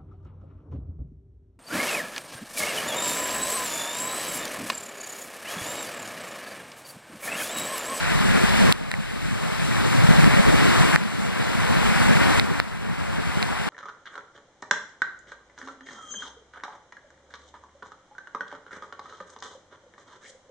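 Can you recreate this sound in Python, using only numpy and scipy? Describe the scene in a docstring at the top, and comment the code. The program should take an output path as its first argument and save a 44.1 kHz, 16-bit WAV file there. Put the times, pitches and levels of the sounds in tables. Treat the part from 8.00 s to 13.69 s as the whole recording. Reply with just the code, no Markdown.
"""Heavy rain hisses and bubbles on a flooded street, swelling as cars shove through the water; low engines drone
and big drops tick close by. Rain is random impulses, hiss and ringing bubbles; wash and rumble are shaped noise;
engines are wavering sine pairs; thumps and ticks are dying sines. A handheld recorder hears it through a port
at each end, the right one wired in reverse; its gain control ducks on loud peaks and creeps back."""
import sys
import numpy as np
from scipy import signal
from scipy.fft import rfft, irfft, next_fast_len
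from scipy.io import wavfile
from scipy.ndimage import minimum_filter1d

SR = 44100
rng = np.random.default_rng(int(sys.argv[2]) if len(sys.argv) > 2 else 0)


def unload_audio(sound):
    """Save the sound as a 16-bit wav file, at the path given as the first command line argument."""
    columns = np.transpose(np.atleast_2d(sound))
    # keep every value between -1 and 1, then stretch to whole-number steps
    steps = np.round(np.clip(columns, -1, 1) * 32767)
    wavfile.write(sys.argv[1], SR, steps.astype(np.int16))


N = 250929
SIZE = next_fast_len(N + 4096)
HZ = np.maximum(np.arange(SIZE // 2 + 1) * SR / SIZE, 1)
PORT_LAG_S = 0.000323   # sound travel from one end of the recorder to the other


def from_db(db):
    """Gain of a level in dB."""
    return 10 ** (np.asarray(db) / 20)


def rms_one(x):
    """x scaled to rms 1."""
    return x / np.sqrt(np.mean(x ** 2) + 1e-20)


def in_time(rows):
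    """Columns of a time table, one value a sample."""
    s, *columns = np.transpose(rows)
    return [np.interp(np.arange(N) / SR, s, column) for column in columns]


def over_hz(rows):
    """Columns of a frequency table, one value a bin, interpolated over log frequency."""
    hz, *columns = np.transpose(rows)
    return [np.interp(np.log(HZ), np.log(hz), column) for column in columns]


def filtered(x, response):
    """x through a frequency response."""
    return irfft(rfft(x, SIZE) * response, SIZE)[..., :N]


def drift(rate_hz):
    """Slow random curve of rms 1: noise through two equal poles at rate_hz."""
    step = 40   # samples between drawn points
    r = np.exp(-2 * np.pi * rate_hz * step / SR)
    noise = rng.standard_normal(N // step + 2002)
    slow = signal.lfilter([1], [1, -2 * r, r * r], noise)[2000:]   # settled part
    return np.interp(np.arange(N) / step, np.arange(len(slow)), rms_one(slow))


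def flickering(white, edges_hz, patchy_db, rate_hz):
    """Each band between the edges wavers in level on its own; above the last edge the noise is steady."""
    out = filtered(white, HZ > edges_hz[-1])
    for low_hz, high_hz in zip(edges_hz, edges_hz[1:]):
        band = filtered(white, (HZ > low_hz) & (HZ <= high_hz))
        out += from_db(patchy_db * drift(rate_hz)) * band
    return out


def ring(t, hz, t60_s):
    """Sine that starts at t = 0 and dies by 60 dB in t60_s (at least 1 ms)."""
    decay_db = -60 * np.maximum(t, 0) / max(t60_s, 1e-3)
    return (t > 0) * np.sin(2 * np.pi * hz * t) * from_db(decay_db)


def ports(x, lead):
    """Left and inverted right pick-up; lead 1 reaches the left end first, -1 the right end, 0 both at once."""
    # right port against the left: (frequency [Hz], level [dB])
    right_against_left = [(30, -1.5), (120, -.85), (220, -.25), (350, -.5), (500, -.6), (700, 2.5),
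                          (950, -2), (1250, -2.6), (1900, -.2), (2300, .1), (2700, -4.5), (5000, -5),
                          (7200, -3), (9300, -.7), (10300, -1.5), (11800, -12), (13000, -13), (15000, -5)]
    turn = np.exp(1j * np.pi * HZ * PORT_LAG_S * lead)   # half the lag on each side
    return filtered(x, np.array([turn, -from_db(over_hz(right_against_left)[0]) / turn]))


def drop_sizes(spread_db):
    """Uneven drop sizes, exponential in dB, capped at five spreads."""
    return from_db(spread_db * np.minimum(rng.exponential(1, N), 5))


def bubbles(low_hz, high_hz):
    """Some drops trap air that rings at one of 24 pitches; even level per Hz across the range."""
    per_s, spread_db, cycles_to_60_db, pitches = 900, 3.64, 15.6, 24
    hits = drop_sizes(spread_db) * (rng.random(N) < per_s / SR)
    dealt, out = rng.integers(0, pitches, N), 0
    for k, hz in enumerate(np.geomspace(low_hz, high_hz, pitches)):
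        r = from_db(-60 * hz / (cycles_to_60_db * SR))
        w = 2 * np.pi * hz / SR
        rung = signal.lfilter([0, np.sin(w)], [1, -2 * r * np.cos(w), r * r], hits * (dealt == k) + 1e-18)
        out = out + hz * rung
    return rms_one(out) * np.sqrt(2 * (high_hz - low_hz) / SR)   # density of unit white noise


def splashes():
    """Single drops of uneven size and their bubbles over the far hiss, flickering by octave."""
    drops_per_s, spread_db, far_share = 1600.0, 2.0, 0.84
    bubble_low_hz, bubble_high_hz, bubble_share = 557, 2680, 0.13   # shares are of power
    impulses = drop_sizes(spread_db) * rng.choice([-1, 1], N)
    near = rms_one(impulses * (rng.random(N) < drops_per_s / SR))
    white = np.sqrt(1 - far_share) * near + np.sqrt(far_share) * rng.standard_normal(N)
    inside = (HZ > bubble_low_hz) & (HZ < bubble_high_hz)
    white = filtered(white, np.sqrt(1 - bubble_share * inside))
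    white += np.sqrt(bubble_share) * bubbles(bubble_low_hz, bubble_high_hz)
    return flickering(white, [0, 700, 1400, 2800, 5600, 11200], patchy_db=1.07, rate_hz=15.0)


def rain():
    """Splashes arrive from both ends of the recorder, plus a scattered part each port hears by itself."""
    # rain, swelling as cars shove through the water: (time [s], rms level at left port [dB])
    swell = [(0, -18), (.15, -19), (.4, -21), (.7, -23), (1.0, -23.5), (1.3, -24.5), (1.6, -25.5),
             (1.9, -26), (2.3, -20.5), (2.55, -20), (2.8, -20.5), (3.2, -20), (3.8, -22.5), (4.3, -20),
             (4.7, -21), (5.0, -21.5), (5.4, -22.5), (5.7, -23)]
    # rain's treble gain before the level is set: (time [s], level [dB])
    treble_gain = [(0, 1), (.7, 1.1), (1.2, 3), (1.8, 1.5), (2.5, -1.5), (3.2, -2), (4.2, -2), (5.0, -3.5),
                   (5.7, -3.5)]
    # colour at the left port: (frequency [Hz], level [dB])
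    colour_rows = [(150, -32), (250, -14), (370, -7.5), (500, -7), (700, -3), (900, 0.1), (1500, 0.1),
                   (2000, -2), (3000, -6), (4200, -10), (5800, -16.5), (8200, -17), (10200, -21),
                   (11500, -24.5), (13000, -26.5), (14600, -29.5), (15200, -33), (15600, -60), (20000, -70)]
    # where rain comes from: (frequency [Hz], left-end share of the unscattered [0-1], scattered share [0-1])
    arrival = [(407, 0.1, 0.82), (637, 1, 0.21), (880, 0.93, 0.04), (1710, 1, 0.05), (2700, 0.83, 0.15),
               (3450, 0.77, 0.26), (3900, 0.23, 0.22), (5600, 1, 0.53), (6600, 1, 0.12), (8460, 1, 0.4),
               (9600, 1, 0), (9700, 0, 0.67), (10900, 0.3, 0), (11500, 1, 0.7)]
    colour = from_db(over_hz(colour_rows)[0])
    left_end, scattered = over_hz(arrival)
    shares = [(1 - scattered) * left_end, (1 - scattered) * (1 - left_end), scattered, scattered]
    left, right, own_left, own_right = [filtered(splashes(), colour * np.sqrt(share)) for share in shares]
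    heard = ports(left, 0.99) + ports(right, -1.045)
    heard += [ports(own_left, 0)[0], ports(own_right, 0)[1]]
    treble = filtered(heard, HZ ** 2 / (HZ ** 2 + 1950.0 ** 2))
    heard += (from_db(in_time(treble_gain)[0]) - 1) * treble
    level_db = in_time(swell)[0] + 0.5 * drift(0.19)
    return from_db(level_db) * heard / np.std(heard[0])


def wash():
    """Low lumpy rush of wheels through the water: two streams of band noise around the middle."""
    # wheel wash: (time [s], level [dB])
    wash_level = [(0, -40), (1.0, -34), (1.5, -38), (2.1, -39), (2.8, -38), (4.3, -40.5), (5.0, -51),
                  (5.7, -46)]
    band = signal.butter(2, [260.0, 650.0], "band", fs=SR, output="sos")
    rush = sum(ports(signal.sosfilt(band, rng.standard_normal(N)), lead) for lead in (0.6, -0.4))
    return from_db(in_time(wash_level)[0] + 0.85 * drift(9.0)) * rms_one(rush)


def rumble():
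    """Traffic rumble: two streams of coloured low noise, patchy by band and lumpy overall."""
    # traffic rumble: (time [s], level [dB])
    rumble_level = [(0, -15), (.7, -17), (1.2, -19), (1.6, -21.5), (1.9, -20.5), (2.15, -15.5), (2.5, -15),
                    (3.0, -17.5), (3.6, -20), (4.3, -16), (5.0, -18.5), (5.7, -23.5)]
    # colour at the left port: (frequency [Hz], level [dB])
    colour_rows = [(10, -40), (30, -15), (40, -8.5), (52, -6.5), (65, -7), (85, -3), (120, -.5), (150, 0.5),
                   (210, -.5), (260, -5), (340, -10.5), (500, -12), (700, -19), (1300, -40), (6000, -48),
                   (12000, -75)]
    colour = from_db(over_hz(colour_rows)[0])
    edges_hz = [0, 60, 90, 130, 180, 250, 350, 500, SR]
    heard = 0
    for lead in (0.25, -0.1):
        side = flickering(rng.standard_normal(N), edges_hz, patchy_db=3.8, rate_hz=7.0)
        heard = heard + ports(filtered(side, colour), lead)
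    return from_db(in_time(rumble_level)[0] + 2.44 * drift(22.0)) * rms_one(heard)


def engines():
    """Three drones: a sine at the firing rate and its octave, wavering in pitch and level."""
    # one table an engine: (time [s], mean firing rate [Hz], level [dB])
    drones = [
        [(0, 42, -28), (.3, 36.5, -27), (.8, 40, -30), (1.3, 43, -31), (1.9, 46, -37), (2.5, 42, -39),
         (3.2, 40, -45)],
        [(0, 85, -48), (.6, 91, -37), (1.2, 99, -33), (1.7, 111, -37), (2.0, 104, -31), (2.3, 88, -33),
         (2.7, 85, -50)],
        [(3.6, 89.4, -56.5), (3.9, 91.2, -33), (4.3, 84, -26), (4.6, 78.5, -21.5), (4.9, 74.5, -28),
         (5.2, 72, -31), (5.7, 70.4, -36)],
    ]
    # second order against the first, one an engine: [dB]
    second_order_db = [-10, -14, -10]
    out = np.zeros(N)
    for rows, second_db in zip(drones, second_order_db):
        hz, level_db = in_time(rows)
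        phase = 2 * np.pi * np.cumsum(hz * (1 + 0.0426 * drift(6.3))) / SR
        level_db = level_db + 4.0 * drift(8.0)
        out += from_db(level_db) * (np.sin(phase) + from_db(second_db) * np.sin(2 * phase))
    return ports(out, 0.15)


def ticks():
    """Each big drop cracks, thuds and rings two short modes of the housing; the right port hears it first."""
    # big drops on the recorder: (time [s], level [dB], low ring [Hz], low ring t60 [s],
    # high ring [dB], high ring [Hz], high ring t60 [s], crack [dB], thud [dB], thud [Hz],
    # left port against right [dB]); ring, crack and thud levels are against the low ring
    drops = [(0.7246, 12.5, 3410, 0.002, -3, 4300, 0.0013, -7, -8, 1900, 0.5),
             (.9095, -10, 2500, .003, -6, 3715, .003, -4, -20.5, 566, 0),
             (0.9152, 7, 1920, 0.0053, -1, 3900, 0.0028, -1.5, -6, 1100, -1),
             (0.9399, 7, 1940, 0.0061, -7, 3715, 0.0022, -14, 4, 1050, -4),
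             (2.2432, -5.5, 1770, .009, -7.5, 4150, 0.0046, -38, -4, 1000, 0.5),
             (2.9602, 9, 1845, 0.0046, -4.5, 3900, 0.0018, -15.5, -17, 700, -1),
             (4.3971, 3, 2060, 0.0047, 0.5, 3750, 0.0044, -12, -8, 500, -5),
             (4.6002, 15.5, 1570, 0.0024, -12.5, 4140, 0.0042, -17, -10, 654, -1),
             (5.42755, 4, 2525, 0.0027, -1.5, 3880, 0.0026, -14, -19, 700, -0.5)]
    thud_cycles_to_60_db = 1.8
    out = np.zeros((2, N))
    for (s, level_db, low_hz, low_t60_s, high_db, high_hz, high_t60_s,
         crack_db, thud_db, thud_hz, left_db) in drops:
        at = slice(int(s * SR) - 20, int(s * SR) + 900)
        for side, (lag_s, port_db, sign) in enumerate([(PORT_LAG_S, left_db, -1), (0, 0, 1)]):
            t = np.arange(N)[at] / SR - s - lag_s
            tick = ring(t, low_hz, low_t60_s) + from_db(high_db) * ring(t, high_hz, high_t60_s)
            tick += from_db(thud_db) * ring(t, thud_hz, thud_cycles_to_60_db / thud_hz)
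            tick *= np.clip(t / 0.00026, 0, 1)   # a drop lands softly
            crack = ring(t, 8330.0, 0.0012) * np.clip(t / 0.00007, 0, 1)
            tick += from_db(crack_db + min(6.4 * port_db, 0)) * crack   # weaker still at a quieter left port
            out[side, at] += sign * from_db(level_db + port_db) * tick
    return out


def thumps():
    """Low thumps among the traffic: softly started sines that die fast."""
    # thumps: (time [s], level [dB], frequency [Hz], t60 [s])
    thump_rows = [(2.089, 1, 160, 0.047), (2.108, -4, 154, 0.082), (2.276, 2.5, 167, 0.035),
                  (2.395, 2, 150, 0.019), (2.808, -4, 148, 0.074)]
    out = np.zeros(N)
    for s, level_db, hz, t60_s in thump_rows:
        at = slice(int(s * SR), int(s * SR) + SR // 4)
        t = np.arange(N)[at] / SR - s
        out[at] += from_db(level_db) * ring(t, hz, t60_s) * np.clip(t / 0.0013, 0, 1)
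    return ports(out, 0.15)


def scene():
    """All sources as the two ports hear them."""
    return rain() + wash() + rumble() + engines() + ticks() + thumps()


def record(dry):
    """Gain control, less sensitive to bass, ducks on peaks, holds and recovers; then clipping and a top cut."""
    ceiling_db, start_duck_db, recovery_db_per_s = -6.5, 9.5, 15.5
    hold_s, smoothing_s, sensor_low_cut_hz = 0.19, 0.0011, 700
    clip_level, cutoff_hz = 0.95, 16500
    sensed = signal.lfilter(*signal.butter(1, sensor_low_cut_hz, "high", fs=SR), dry)
    over_db = 20 * np.log10(np.abs(sensed).max(axis=0) + 1e-9) - ceiling_db
    hold = int(hold_s * SR)
    padded = np.pad(over_db, (hold, 0), constant_values=-99)
    held_db = -minimum_filter1d(-padded, size=hold, origin=(hold - 1) // 2)[hold:]   # running maximum
    climb_db = recovery_db_per_s * np.arange(N) / SR
    # the highest peak so far, less the recovery since
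    reached_db = np.maximum.accumulate(np.maximum(held_db + climb_db, start_duck_db))
    duck_db = np.maximum(reached_db - climb_db, 0)
    r = np.exp(-1 / (smoothing_s * SR))
    duck_db = signal.lfilter([1 - r], [1, -r], duck_db, zi=[r * duck_db[0]])[0]
    loud = dry * from_db(-duck_db)
    passed = np.clip((cutoff_hz - HZ) / 500, 0, 1)
    for stage in range(3):   # each stage clips, then cuts the top
        loud = filtered(np.clip(loud, -clip_level, clip_level), passed)
    return loud


dry = scene()
out = record(dry)
unload_audio(out)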